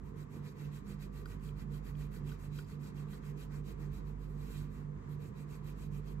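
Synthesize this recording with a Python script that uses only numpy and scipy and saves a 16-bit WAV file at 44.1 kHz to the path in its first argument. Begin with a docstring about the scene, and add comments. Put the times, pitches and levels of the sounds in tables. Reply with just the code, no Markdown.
"""At a wooden table, a wax crayon is rubbed to and fro on a sheet of paper, mostly about seven strokes a second.
Each stroke is a burst of tiny clicks of wax on fibres; now and then the crayon ticks, and twice it squeaks.
Appliance motors hum as plain tones in slowly beating pairs; filtered noise makes a steady rush of air.
Two close microphones hear it, with a short echo of the crayon."""
import sys
import numpy as np
from scipy import signal
from scipy.fft import rfft, irfft, next_fast_len
from scipy.io import wavfile

SR = 44100
rng = np.random.default_rng(int(sys.argv[2]) if len(sys.argv) > 2 else 0)


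def digitize_waveform(pressure):
    """Quantize a signal to 16-bit integers and store it at the path in sys.argv[1].

    Rows of a 2-D input are taken as channels; values are limited to [-1, 1].
    """
    field = np.atleast_2d(pressure).T
    bounded = np.clip(field, -1, 1)
    quanta = np.round(bounded * 32767).astype(np.int16)
    wavfile.write(sys.argv[1], SR, quanta)


N = 273420   # samples, about 6.2 s
SIZE = next_fast_len(N)
HZ = np.maximum(np.arange(SIZE // 2 + 1) * SR / SIZE, 1)   # every frequency of a spectrum
TIME = np.arange(N) / SR   # seconds

# motor tones in beating pairs: lower_hz, upper_hz, in_step_s
MOTOR_PAIRS = [(48.27, 48.686, 4.087), (96.554, 97.416, 3.772), (144.76, 148.57, 3.054)]
# their levels before swells and panning: lower_db, upper_db
MOTOR_PAIR_LEVELS = [(-52.3, -50.2), (-67, -63), (-51.5, -48.5)]
# how far the left side leads, one value per pair: lead_radians
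MOTOR_PAIR_LEADS = [-.35, -.37, -.06]
# the hum wavers: time_s, lower_tone_of_two_deep_pairs_db, lower_tone_of_top_pair_db, all_upper_tones_db
MOTOR_SWELLS = [(0, 4, -25, -14), (.2, -1, 1.5, -1), (.45, 1, -1.5, -2.5), (.75, 0, -3, -2.5),
                (1.25, 2.5, -5, -5), (1.6, -3, 1.5, 0), (2.4, -1, 0.5, 0.5), (2.75, 1.5, -1, 0),
                (3.15, -8, -0.5, -0.5), (3.5, -2.5, -0.5, -0.5), (4.5, -1, -1.5, 0.5), (5.25, -1, -2, 0),
                (5.6, -2, -4, 1), (6.2, -10, -2, 3)]
# faint tones near the lower tone of the top pair make it swell unevenly: pitch_hz, level_db, in_step_s
MOTOR_NEIGHBOURS = [(143.01, -66, 2.836), (145.46, -62, 3.49), (146.11, -65.5, 2.954),
                    (146.31, -66.5, 3.164), (146.51, -68, 3.08)]
# motor tones without a partner: pitch_hz
LONE_TONES = [118.17, 168, 200.6, 248, 1162.3, 1216, 1288]
# their levels before wavering and panning: level_db
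LONE_LEVELS = [-66, -67, -59, -65, -79.5, -89.5, -85.5]
MOTOR_PAN_DB = -7   # left minus right

# colour of the rush of air before it swells: pitch_hz, level_db_per_hz, left_minus_right_db
AIR_COLOUR = [(28.3, -102, -13), (40.3, -82, 7), (64, -70.5, 1.5), (81.5, -75, -4), (123, -73.5, -6.5),
              (152, -76.5, -8), (183, -75.5, -9), (319, -83.5, -4), (446, -80, 0), (532, -90, -2.5),
              (718, -92.5, 2), (742, -101, 1), (874, -93.5, 3.5), (1025, -89, 0), (1390, -99, 1.5),
              (1910, -100.5, -2), (2860, -113, 0), (5150, -120, 1.5), (7140, -118, -5), (8460, -124, -3),
              (10200, -130, 5), (14700, -131, 1)]
# how much of the air both sides share: pitch_hz, likeness (0 to 1)
AIR_LIKENESS = [(60, 0.83), (200, 0.96), (330, 0.2), (550, 1), (1000, 0.22), (3000, 0.39)]
# how far the left side leads in the air: pitch_hz, lead_radians
AIR_LEADS = [(250, 0.046), (400, 0.54), (650, 3.5), (900, 4)]

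# colour of the rubbing, levelled later by the strokes: pitch_hz, level_db_per_hz, left_minus_right_db
RUB_COLOUR = [(216, -73, 3), (444, -82.5, -1.5), (620, -91.5, -4.5), (1050, -99, -5), (1320, -93.5, -3.5),
              (1930, -94.5, -2.5), (2750, -93, 2), (2810, -101, 0.5), (4030, -101, -9.5), (4100, -101.5, 7),
              (5130, -104.5, -1.5), (6000, -104.5, -8.5), (7900, -100.5, -2), (9100, -103, -4),
              (9200, -107, 0.5), (11100, -105, 2), (13700, -103, -3), (16800, -108, 8)]
# how much of the rubbing both sides share: pitch_hz, likeness (0 to 1)
RUB_LIKENESS = [(300, .8), (1000, .6), (6500, .45), (8000, .7), (9200, .9), (15000, .92)]
# every stroke and slide, before the patchiness:
# top_speed_s, width_within_6_db_ms, tip_hiss_db, sheet_rustle_db, table_rub_db
STROKES = [(0.076, 69, -79, -80.1, -79), (0.203, 70.0, -72.5, -74, -69.8), (0.35, 77, -71.5, -74, -68),
           (0.479, 82, -72.5, -73, -68), (0.625, 93, -71.5, -69.5, -66.5), (0.761, 69, -69, -70.3, -67),
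           (0.904, 79, -69.7, -70.5, -64.5), (1.036, 64, -70, -69.5, -66.5), (1.18, 87, -71.5, -73, -69.4),
           (1.315, 72, -68.5, -69.5, -64), (1.461, 78, -69, -71.5, -71), (1.601, 65, -71.9, -73.5, -66.5),
           (1.752, 68, -70, -71.5, -69.5), (1.88, 67, -69, -71, -66), (2.019, 87, -70, -71.5, -68.9),
           (2.156, 73.0, -70, -71.5, -65.5), (2.301, 84, -67.5, -69, -66), (2.436, 77, -70, -72, -67.5),
           (2.58, 90, -66.5, -68, -68.5), (2.712, 80, -71.2, -71, -69), (2.855, 86, -70.2, -71, -70.5),
           (2.996, 71, -71.5, -72.5, -67.5), (3.135, 82, -69.7, -70.0, -67), (3.279, 72, -70.5, -71, -67),
           (3.416, 73, -68.5, -68.5, -69.5), (3.557, 75, -70.5, -71.5, -65.5), (3.691, 73, -68, -70, -68.5),
           (3.835, 81, -75.5, -75, -69.5), (3.961, 73.0, -71.5, -71, -70.5), (4.091, 63.0, -77, -77.5, -74),
           (4.231, 73.0, -76.5, -78, -75), (4.33, 120, -81, -82, -76), (4.44, 110, -71, -74.5, -71.5),
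           (4.555, 157, -66.5, -67, -66.5), (4.764, 109, -76.5, -77.5, -71), (5.124, 62, -73.5, -76.5, -74),
           (5.252, 83, -71.5, -73.5, -69.5), (5.402, 69, -71.6, -74.4, -68), (5.537, 83.0, -70, -71.5, -68),
           (5.682, 72, -69.3, -70, -70.5), (5.823, 84, -69.5, -70, -70.5), (5.961, 68, -68.5, -71, -72),
           (6.095, 73, -71.5, -71.5, -73)]
TIP_LAG_S, TIP_IN_STEP_HZ = 185e-6, 11900   # the tip is nearer the right microphone
TIP_BAND_HZ, SHEET_BAND_HZ, TABLE_BAND_HZ = (8500, 15500), (2800, 5500), (1400, 2800)   # bands to level by
RUMBLE_LUMPS_DB, COLOUR_SHIFT_DB = 3, 1   # typical swing of the low rumble, and of each band by itself
RING_ADDS_DB = 2   # taken off sheet and table, because the stirred modes add to them
STIR_DB, STIR_WIDTH, STIR_PATCHY_DB = -3, .05, 4   # level, width as a share of the pitch, typical swing

# ticks, levels before each mode's own: time_s, low_modes_db, middle_modes_db, high_modes_db, softness_ms
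TICKS = [(.3755, -57, -72, -74, 1.8), (1.025, -70, -70, -65, 2.), (1.2558, -42.5, -58, -55.5, 1.5),
         (1.396, -57, -72, -72, 1.5), (1.458, -70, -61, -70, 1.5), (1.4895, -66, -54, -72, 1.5),
         (1.743, -56, -64, -66, 1.5), (1.866, -58, -65, -65, 1.5), (1.952, -66, -58, -76, 1.5),
         (2.139, -55, -62, -68, 1.5), (2.162, -53, -64, -70, 1.5), (2.291, -54, -62, -70, 1.8),
         (2.315, -47, -59, -61, 2.), (2.5862, -44, -51, -53, 2.), (2.642, -72, -76, -67, 3.),
         (2.86, -64, -64, -65, 1.5), (3.1315, -52, -62, -67, 1.8), (3.2335, -52.5, -66, -74, 1.8),
         (3.41, -55, -68, -70, 1.5)]
# what crayon and table ring with: pitch_hz, level_db (added to the level of the tick)
MODES = [(1230, -6.5), (1500, -1), (1900, -14), (2450, -6), (3000, -8), (3220, -4), (3900, -10), (4500, -7),
         (4900, -5), (7600, -10), (11500, -15)]
# the mode near 5 kHz is jostled on for a while: fall_to_a_third_ms, level_db (added to the mode)
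RATTLE = (35, -7)
TICK_PAN_DB, TICK_RIGHT_LATE_MS = 2.5, 2.4   # left minus right; low modes reach the right late through the table
SCRAPE_MS, SCRAPE_DB = 22, -12   # time to fall to a third, level relative to the high modes
LOW_RING = 1.5   # how slowly the low modes die, in units of the softness
HARD_TAP_DB, DULLING = -44, .5   # softer taps lose the mode at 1500 Hz: dB lost per dB below a hard tap

# glides of the two squeaks, level on the left: time_s, pitch_hz, level_db
SQUEAKS = [
    [(.53, 15200, -95), (.565, 14900, -68), (.595, 15150, -92)],
    [(.63, 14000, -95), (.67, 13500, -85), (.72, 12950, -80), (.74, 12800, -95)],
]

ECHO_DB, ECHO_T60_S = -13, 0.061   # level of the echo, time for its tail to fall by 60 dB
CUTOFF_HZ = 15600


def from_db(db):
    """Turn decibels into a gain."""
    return 10 ** (np.asarray(db) / 20)


def at_hz(points, axis=1):
    """Read one column of a table at every frequency."""
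    points = np.array(points)
    return np.interp(np.log(HZ), np.log(points[:, 0]), points[:, axis])


def pan(db):
    """Left and right gains that differ by this many decibels."""
    return from_db(np.multiply.outer([.5, -.5], db))


def drift(rate):
    """Slow random wandering around 0, typically by 1; a higher rate wanders faster."""
    pole = np.exp(-80 * np.pi * rate / SR)
    noise = rng.standard_normal(N // 40 + 2002)   # one value for every 40 samples
    slow = signal.lfilter([1], [1, -2 * pole, pole * pole], noise)[2000:]
    return np.interp(np.arange(N) / 40, np.arange(len(slow)), slow / slow.std())


def stereo(sources, colour, alike, lead):
    """Spectra of both sides: one shared source, shifted between the sides, plus one own source each."""
    shared, left, right = rfft(sources, SIZE)
    alike = np.clip(alike, 0, 1)
    shift = np.exp(np.multiply.outer([.5j, -.5j], lead))
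    both = np.sqrt(alike) * shared * shift + np.sqrt(1 - alike) * [left, right]
    return both * from_db(at_hz(colour)) * pan(at_hz(colour, axis=2)) * np.sqrt(SR / 2)


def motors():
    """Humming tones; close pairs swell and fade as they drift in and out of step."""
    swell_s, *columns = np.transpose(MOTOR_SWELLS)
    deep_db, top_db, upper_db = (np.interp(TIME, swell_s, column) for column in columns)
    lower_swells = (deep_db, deep_db, top_db)
    hum = 0
    for (*pair, together), levels, lower_db, lead in zip(
            MOTOR_PAIRS, MOTOR_PAIR_LEVELS, lower_swells, MOTOR_PAIR_LEADS):
        for hz, db, swell_db in zip(pair, levels, (lower_db, upper_db)):
            turn = 2 * np.pi * hz * (TIME - together) + lead * np.array([[.5], [-.5]])
            hum = hum + from_db(db + swell_db + .4 * drift(1.2)) * np.cos(turn)

    low_hz, _, together = MOTOR_PAIRS[2]
    for hz, db, in_step in MOTOR_NEIGHBOURS:
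        cycles = low_hz * (TIME - together) + (hz - low_hz) * (TIME - in_step)
        hum = hum + from_db(db) * np.cos(2 * np.pi * cycles)

    for hz, db in zip(LONE_TONES, LONE_LEVELS):
        gain = from_db(db + 2.7 * drift(3.7))
        hum = hum + gain * np.cos(2 * np.pi * hz * TIME + 0.83 * drift(2.25))
    return np.sqrt(2) * hum * pan(MOTOR_PAN_DB)[:, None]


def air():
    """Rush of moving air and rumble; bass, middle and treble swell a little, each in its own time."""
    sound = stereo(rng.standard_normal((3, N)), AIR_COLOUR, at_hz(AIR_LIKENESS), at_hz(AIR_LEADS))
    bass = 1 / (1 + (HZ / 290.0) ** 4)
    low = 1 / (1 + (HZ / 690.0) ** 4)   # bass and middle together
    parts = ((bass, 1.6), (low - bass, 1.6), (1 - low, 1.2))   # share, typical swing in dB
    return sum(irfft(sound * part, SIZE)[:, :N] * from_db(db * drift(6.4)) for part, db in parts)


def grains(per_s, spread_db):
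    """Wax catching on paper fibres: three trains of uneven clicks at random moments."""
    sizes = from_db(spread_db * np.minimum(rng.exponential(1, (3, N)), 5))
    sizes = sizes * rng.choice([-1, 1], (3, N))
    clicks = sizes * (rng.random((3, N)) < per_s / SR)
    return clicks / clicks.std()


def strokes(rows, axis, squat):
    """Loudness follows the speed of the hand: a bell for every stroke, flatter on top when more squat."""
    power = np.zeros(N)
    for row in rows:
        top_s, half_s = row[0], row[1] / 2000
        start = max(round((top_s - 5 * half_s) * SR), 0)
        near = slice(start, round((top_s + 5 * half_s) * SR))
        distance = np.abs((TIME[near] - top_s) / half_s)
        power[near] += from_db(2 * row[axis] - 12 * distance ** squat)   # doubled dB, as this is power
    return np.sqrt(power)


def rubbing():
    """The tip hisses in the treble, sheet and table rustle below it; all are the same grains, patchy by band."""
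    lead = 2 * np.pi * TIP_LAG_S * (TIP_IN_STEP_HZ - HZ) * (HZ > 500)   # the rumble arrives in step
    sound = stereo(grains(per_s=8000., spread_db=1.5), RUB_COLOUR, at_hz(RUB_LIKENESS), lead)
    sound = sound / np.sqrt(1 + (185.0 / HZ) ** 8)   # less deep bass

    # loudness of each band over time
    tip, sheet, table = (irfft(sound * (HZ > low) * (HZ < high), SIZE).std()
                         for low, high in (TIP_BAND_HZ, SHEET_BAND_HZ, TABLE_BAND_HZ))
    tip = strokes(STROKES, axis=2, squat=3.) / tip
    sheet = strokes(STROKES, axis=3, squat=2.) / sheet / from_db(RING_ADDS_DB)
    table = strokes(STROKES, axis=4, squat=1.9) / table / from_db(RING_ADDS_DB)

    grip = drift(24.0)   # the pressure of the hand trembles
    lumps = drift(6.1)
    out = 0
    for octave in np.arange(8, 15, .5):   # half-octave bands around 2 ** octave Hz
        share = np.clip(1 - 2 * np.abs(np.log2(np.maximum(HZ, 256)) - octave), 0, 1)
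        level = tip if octave > 12.7 else sheet if octave > 11.3 else table
        patches = .7 * grip + 1.3 * drift(25.) + COLOUR_SHIFT_DB * drift(5.)
        patches = patches + RUMBLE_LUMPS_DB * lumps * (octave < 10)
        out = out + irfft(sound * share, SIZE)[:, :N] * level * from_db(patches)
    return out


def stirred(x):
    """Add the rubbing once more through all but the top two modes, each coming and going in its own time."""
    ringing = 0
    for hz, _ in MODES[:-2]:
        b, a = signal.iirpeak(hz, 1 / STIR_WIDTH, fs=SR)
        gain = from_db(STIR_DB + STIR_PATCHY_DB * drift(8.4))
        ringing = ringing + signal.lfilter(b, a, x) * gain
    return x + ringing


def ticks():
    """The crayon taps the table: modes swell and die, the low ones a little late, over a short scrape."""
    out = np.zeros((2, N))
    ms = TIME[:SR // 8] * 1000
    rattle_ms, rattle_db = RATTLE
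    for s, low_db, middle_db, high_db, soft in TICKS:
        at = round(s * SR)
        here = slice(at, at + len(ms))
        scrape = signal.lfilter([1, -1], [1, -.5], rng.standard_normal((2, len(ms))))
        out[:, here] += from_db(high_db + SCRAPE_DB) * scrape * np.exp(-ms / SCRAPE_MS)
        for hz, level_db in MODES:
            db = low_db if hz < 2000 else middle_db if hz < 3500 else high_db
            db += DULLING * min(low_db - HARD_TAP_DB, 0) * (1300 < hz < 1700)

            # time since the mode set in, in units of the softness
            late = np.array([[0], [TICK_RIGHT_LATE_MS]]) * (hz < 2000)
            wait = 1.4 if hz < 2000 else .6 * (hz > 3500)
            age = np.maximum((ms - late) / soft - wait, 0)
            if hz > 2000:
                swell = age * np.exp(1 - age)
            else:
                swell = 2 * (np.exp(-age / LOW_RING) - np.exp(-2 * age))

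            jostle = np.interp(ms, np.arange(0, 150, 5), rng.standard_normal(30))   # a new push every 5 ms
            rattle = from_db(rattle_db) * np.exp(-ms / rattle_ms) * jostle * (ms > soft)
            swell = swell + (4700 < hz < 5500) * rattle

            detune = rng.normal(1, .006)
            offset = rng.uniform(.3, .8) * np.array([[1], [-1]])   # the sides differ in phase
            wave = np.sin(2 * np.pi * hz * detune * ms / 1000 + offset)
            out[:, here] += from_db(db + level_db) * swell * wave * pan(TICK_PAN_DB)[:, None]
    return out


def squeak():
    """Thin high whistles of wax that slips: gliding tones, half as strong and upside down on the right."""
    out = np.zeros(N)
    for rows in SQUEAKS:
        s, hz, db = np.transpose(rows)
        gain = from_db(np.interp(TIME, s, db, left=-200, right=-200))
        out += gain * np.sin(2 * np.pi * np.cumsum(np.interp(TIME, s, hz)) / SR)
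    return out * [[1], [-.5]]


def room(x):
    """A short blurred echo: a fading, dulled noise tail, a different one on each side."""
    time = TIME[:SR // 3]
    tail = rng.standard_normal((2, len(time))) * from_db(-60 * time / ECHO_T60_S)
    tail = tail / np.sqrt(np.sum(tail ** 2, axis=1, keepdims=True))
    dulled = signal.lfilter([.4], [1, -.6], tail)
    return signal.fftconvolve(x, dulled, axes=1)[:, :N]


def scene():
    """Add up the crayon, its echo, the motors and the air."""
    crayon = stirred(rubbing()) + ticks() + squeak()
    return crayon + from_db(ECHO_DB) * room(crayon) + motors() + air()


def record(dry):
    """Cut the highest treble with a steep filter."""
    low_pass = signal.ellip(10, .5, 70, CUTOFF_HZ, fs=SR, output="sos")   # ripple .5 dB, cut 70 dB
    return signal.sosfilt(low_pass, dry)


dry = scene()
out = record(dry)
digitize_waveform(out)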